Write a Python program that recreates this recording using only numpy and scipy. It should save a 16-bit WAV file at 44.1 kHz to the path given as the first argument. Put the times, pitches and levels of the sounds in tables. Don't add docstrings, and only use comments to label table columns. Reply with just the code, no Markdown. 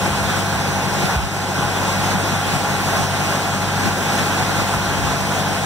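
import sys
import numpy as np
from scipy import signal
from scipy.fft import rfft, irfft, next_fast_len
from scipy.io import wavfile
from scipy.ndimage import uniform_filter1d, minimum_filter1d, map_coordinates

SR = 44100
rng = np.random.default_rng(int(sys.argv[2]) if len(sys.argv) > 2 else 0)


def int16_out(signal):
    q = np.round(np.clip(np.atleast_2d(signal).T, -1, 1) * 32767)
    wavfile.write(sys.argv[1], SR, q.astype(np.int16))


N = 249165


def amp(db):
    return 10 ** (np.asarray(db) / 20)


def unit_rms(x):
    return x / np.sqrt(np.mean(x ** 2) + 1e-20)


def curve_at(points, hz):
    knots_hz, values = np.transpose(points)
    return np.interp(np.log(hz + 1), np.log(knots_hz + 1), values)


def wobble(rate_hz):
    knots = rng.standard_normal(int(N * rate_hz / SR) + 4)
    return map_coordinates(knots, [np.arange(N) * rate_hz / SR])


def swell(start_s, rise_s):
    age = np.maximum(np.arange(N) / SR - start_s, 0) / rise_s
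    return age * np.exp(1 - age)


def surge(crest_s, build_s, collapse_s):
    since_s = np.arange(N) / SR - crest_s
    return np.exp(-(since_s / np.where(since_s < 0, build_s, collapse_s)) ** 2)


def filtered(x, response):
    size = next_fast_len(N + SR // 2)
    return irfft(rfft(x, size) * response(np.fft.rfftfreq(size, 1 / SR)), size)[..., :N]


def turbulence(patchy_db):
    spectra = signal.stft(rng.standard_normal((2, N)), nperseg=512)[2]
    patches = uniform_filter1d(rng.standard_normal(spectra.shape[1:]), size=7, axis=0)
    patches = unit_rms(uniform_filter1d(patches, size=10, axis=1))
    return unit_rms(signal.istft(spectra * amp(patchy_db * patches), nperseg=512)[1][:, :N])


# f/Hz, correlation
PORT_CORRELATION = [(100, -0.5), (280, 0.94), (450, 0.4), (700, 0.95), (1200, 0.62), (1800, 0.47),
                    (2500, -0.38), (3500, 0), (6000, 0.17), (9000, 0), (15000, 0)]

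def at_ports(pair, spectrum):
    angle = lambda hz: np.arccos(np.clip(curve_at(PORT_CORRELATION, hz), -1, 1)) / 2
    split = lambda hz: [np.cos(angle(hz)), np.sin(angle(hz))]
    mid, side = filtered(pair, lambda hz: amp(curve_at(spectrum, hz)) * split(hz))
    return unit_rms(np.array([mid + side, mid - side]))


def gain_control(x, ceiling_db, hold_s, release_s):
    pressure = np.abs(uniform_filter1d(x.mean(axis=0), size=128))
    needed = np.minimum(1, amp(ceiling_db) / (pressure + 1e-9))
    hold_size, release_size = round(hold_s * SR), round(release_s * SR)
    held = minimum_filter1d(needed, hold_size, origin=(hold_size - 1) // 2)
    released = uniform_filter1d(held, release_size, origin=(release_size - 1) // 2)
    return x * np.minimum(held, released)


def wind_filter(x, edge_hz, ring_hz):
    cut = signal.sosfilt(signal.butter(8, edge_hz, "highpass", fs=SR, output="sos"), x)
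    return cut + signal.lfilter(*signal.iirpeak(ring_hz, Q=9, fs=SR), cut)


# f/Hz, share
CROSSFEED = [(300, 0.022), (600, 0), (1000, 0.76), (2400, 0.33), (3500, 0.61), (4700, 0.7), (7000, 0.52),
             (10000, 0.33), (15000, 0.16)]

def widen(x, delay_s):
    share = lambda hz: np.clip(curve_at(CROSSFEED, hz), 0, 1)
    delay = lambda hz: np.exp(-2j * np.pi * hz * delay_s)
    wide = x - filtered(x[::-1], lambda hz: share(hz) * delay(hz))
    correlation = lambda hz: np.clip(curve_at(PORT_CORRELATION, hz), -.95, .95)
    comb_power = lambda hz: 1 + share(hz) ** 2 - 2 * share(hz) * correlation(hz) * delay(hz).real
    return filtered(wide, lambda hz: 1 / np.sqrt(comb_power(hz)))


def yard(x, echo_db, count):
    taps = np.zeros(SR // 20)
    taps[rng.integers(SR // 250, len(taps), count)] = amp(echo_db) / np.sqrt(count)
    echoes = signal.fftconvolve(x, taps[None], axes=1)[:, :N]
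    bounced = filtered(echoes, lambda hz: hz / (hz + 1200))
    return (x + bounced) / np.sqrt(1 + amp(echo_db) ** 2)


# multiple of the engine cycle, level/dB
EXHAUST_ORDERS = [(4, -30.5), (7, -43.5), (8, -31.5), (11, -41.5), (12, -34), (15, -39.5), (22, -47)]
# f/Hz, level/dB, phase drift/rad
WHINE_TONES = [(142.4, -40.5, 0.85), (173.3, -39.5, 1.36), (196.1, -33, 0.53), (257.5, -46, 1.2),
               (675, -36.5, 0.23), (740, -39.5, 0.36), (821, -37, 3.4), (1367, -41, 0.9)]
# f/Hz, relative level/dB
CLATTER_SPECTRUM = [(150, -45), (240, -3.5), (480, -3.5), (740, 0.5), (880, -1), (1230, -3), (1500, -3),
                    (2300, -13), (5000, -19), (12000, -48)]

def compressor(cycle_hz):
    t = np.arange(N) / SR
    cycles = np.cumsum(cycle_hz * (1 + 0.0007 * wobble(3))) / SR
    exhaust = sum(amp(db + 1.6 * wobble(4.99)) * np.sin(2 * np.pi * (order * cycles + rng.random()))
                  for order, db in EXHAUST_ORDERS)
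    whine = sum(amp(db + 1.4 * wobble(3.95)) * np.sin(2 * np.pi * hz * t + drift_rad * wobble(7))
                for hz, db, drift_rad in WHINE_TONES)
    cycle_size = round(SR / cycle_hz)
    rattle = np.array([map_coordinates(loop, [cycles % 1 * cycle_size], mode="grid-wrap")
                       for loop in rng.standard_normal((2, cycle_size))])
    return np.sqrt(2) * (exhaust + whine) + amp(-28) * at_ports(rattle, CLATTER_SPECTRUM)


# t/s, level/dB
PUFFS = [(.1, -6), (.215, -7), (.54, -8), (.68, -12), (1.158, 3), (4.754, -5.5), (4.845, -13), (4.945, -16),
         (5.008, -7), (5.049, -18)]

def puffs():
    push = sum(amp(db) * swell(start_s, rise_s=0.011) for start_s, db in PUFFS)
    wake = sum(amp(db) * swell(start_s, rise_s=0.063) for start_s, db in PUFFS)
    eddy_spectrum = [(30, -11), (68, 4), (100, -10), (200, -32), (600, -80)]
    eddies = at_ports(turbulence(patchy_db=4), eddy_spectrum)
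    return push + amp(-29) * wake * eddies


# t/s, spit level/dB, gulp level/dB
SLUGS = [(.236, -22, -33), (1.022, -26, -25), (2.14, -38, -24), (2.32, -40, -27), (2.51, -25, -36),
         (2.97, -29, -20), (3.85, -34, -23.5), (4.182, -17, -34)]

def slugs():
    spit = sum(amp(db) * swell(start_s, rise_s=0.0078) for start_s, db, _ in SLUGS)
    gulp = sum(amp(db) * swell(start_s, rise_s=0.017) for start_s, _, db in SLUGS)
    mouth = at_ports(turbulence(patchy_db=4.5), ROAR_SPECTRUM)
    mist = amp(-11) * at_ports(turbulence(patchy_db=4), HISS_SPECTRUM)
    bore_spectrum = [(80, -27), (135, 2.5), (195, 1), (330, -18), (1000, -60)]
    bore = at_ports(turbulence(patchy_db=3.5), bore_spectrum)
    return spit * (mouth + mist) + gulp * bore


def spatter(drops_per_s, spread_db):
    hits = rng.random((2, N)) < drops_per_s / SR
    return unit_rms(hits * rng.standard_normal((2, N)) * amp(spread_db * rng.standard_normal((2, N))))


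# f/Hz, relative level/dB
RUMBLE_SPECTRUM = [(20, -3), (40, -15), (55, -8), (72, -10), (115, 3), (165, 5), (215, 3.5), (280, 0),
                   (400, -3.5), (600, -7), (1200, -30)]
ROAR_SPECTRUM = [(150, -42), (300, -6), (450, -6), (590, -4.5), (680, -3.5), (820, 1), (950, -3.5),
                 (1100, -3), (1230, -9), (1370, -5), (1560, -4), (1900, -12.5), (2600, -10.5), (4000, -71)]
HISS_SPECTRUM = [(1300, -42), (2000, -12.5), (2250, -15.5), (2520, -11), (2900, -13.5), (3900, -14.5),
                 (5200, -16), (6600, -16.5), (8000, -20.5), (9500, -22), (12000, -27), (15300, -30)]
# crest t/s, build-up/s, height/dB
SURGES = [(0.07, 0.1, 2), (0.39, 0.17, 2.7), (1.05, 0.078, 3.5), (1.15, 0.05, 1.5), (2.13, 0.37, 2),
          (2.34, 0.09, 1.8), (2.555, 0.099, 2.7), (3.03, 0.3, 3), (3.345, 0.16, 2), (3.87, 0.08, 3),
          (4.205, 0.15, 2.5), (4.42, 0.33, 2.5), (4.62, 0.16, 3), (4.75, 0.063, 2.3), (5.11, 0.08, 2),
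          (5.41, 0.14, 1.5)]

def jet():
    flow_db = sum(db * surge(crest_s, build_s, collapse_s=0.022) for crest_s, build_s, db in SURGES)
    flutter = wobble(35)
    rumble_db = -30 + 0.82 * flow_db + 0.5 * flutter
    roar_db = -24.5 + flow_db + 0.5 * flutter
    hiss_db = -27.6 + 0.88 * flow_db + 0.43 * flutter
    rumble = amp(rumble_db) * at_ports(turbulence(patchy_db=1.6), RUMBLE_SPECTRUM)
    roar = amp(roar_db) * at_ports(turbulence(patchy_db=1.3), ROAR_SPECTRUM)
    spray = unit_rms(turbulence(patchy_db=1.17) + amp(-13) * spatter(drops_per_s=1500, spread_db=5.5))
    hiss = amp(hiss_db) * at_ports(spray, HISS_SPECTRUM)
    return rumble + roar + hiss


# f/Hz, left over right/dB
PORT_BALANCE = [(60, 3), (130, 4.5), (220, -0.5), (430, 4.5), (700, 0.5), (1500, -4), (2500, 0.5),
                (6000, -0.5), (10000, 1), (15000, 0)]

def scene():
    ports = yard(jet() + slugs(), echo_db=-12, count=16) + compressor(cycle_hz=12.357)
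    balance = lambda hz: amp(np.outer([.5, -.5], curve_at(PORT_BALANCE, hz)))
    return filtered(ports, balance) + puffs()


def record(dry):
    ducked = gain_control(dry, ceiling_db=0.0, hold_s=0.19, release_s=0.27)
    cut = wind_filter(ducked, edge_hz=60.8, ring_hz=67.7)
    wide = widen(cut, delay_s=19 / SR)
    return filtered(wide, lambda hz: hz < 15750)


dry = scene()
out = record(dry)
int16_out(out)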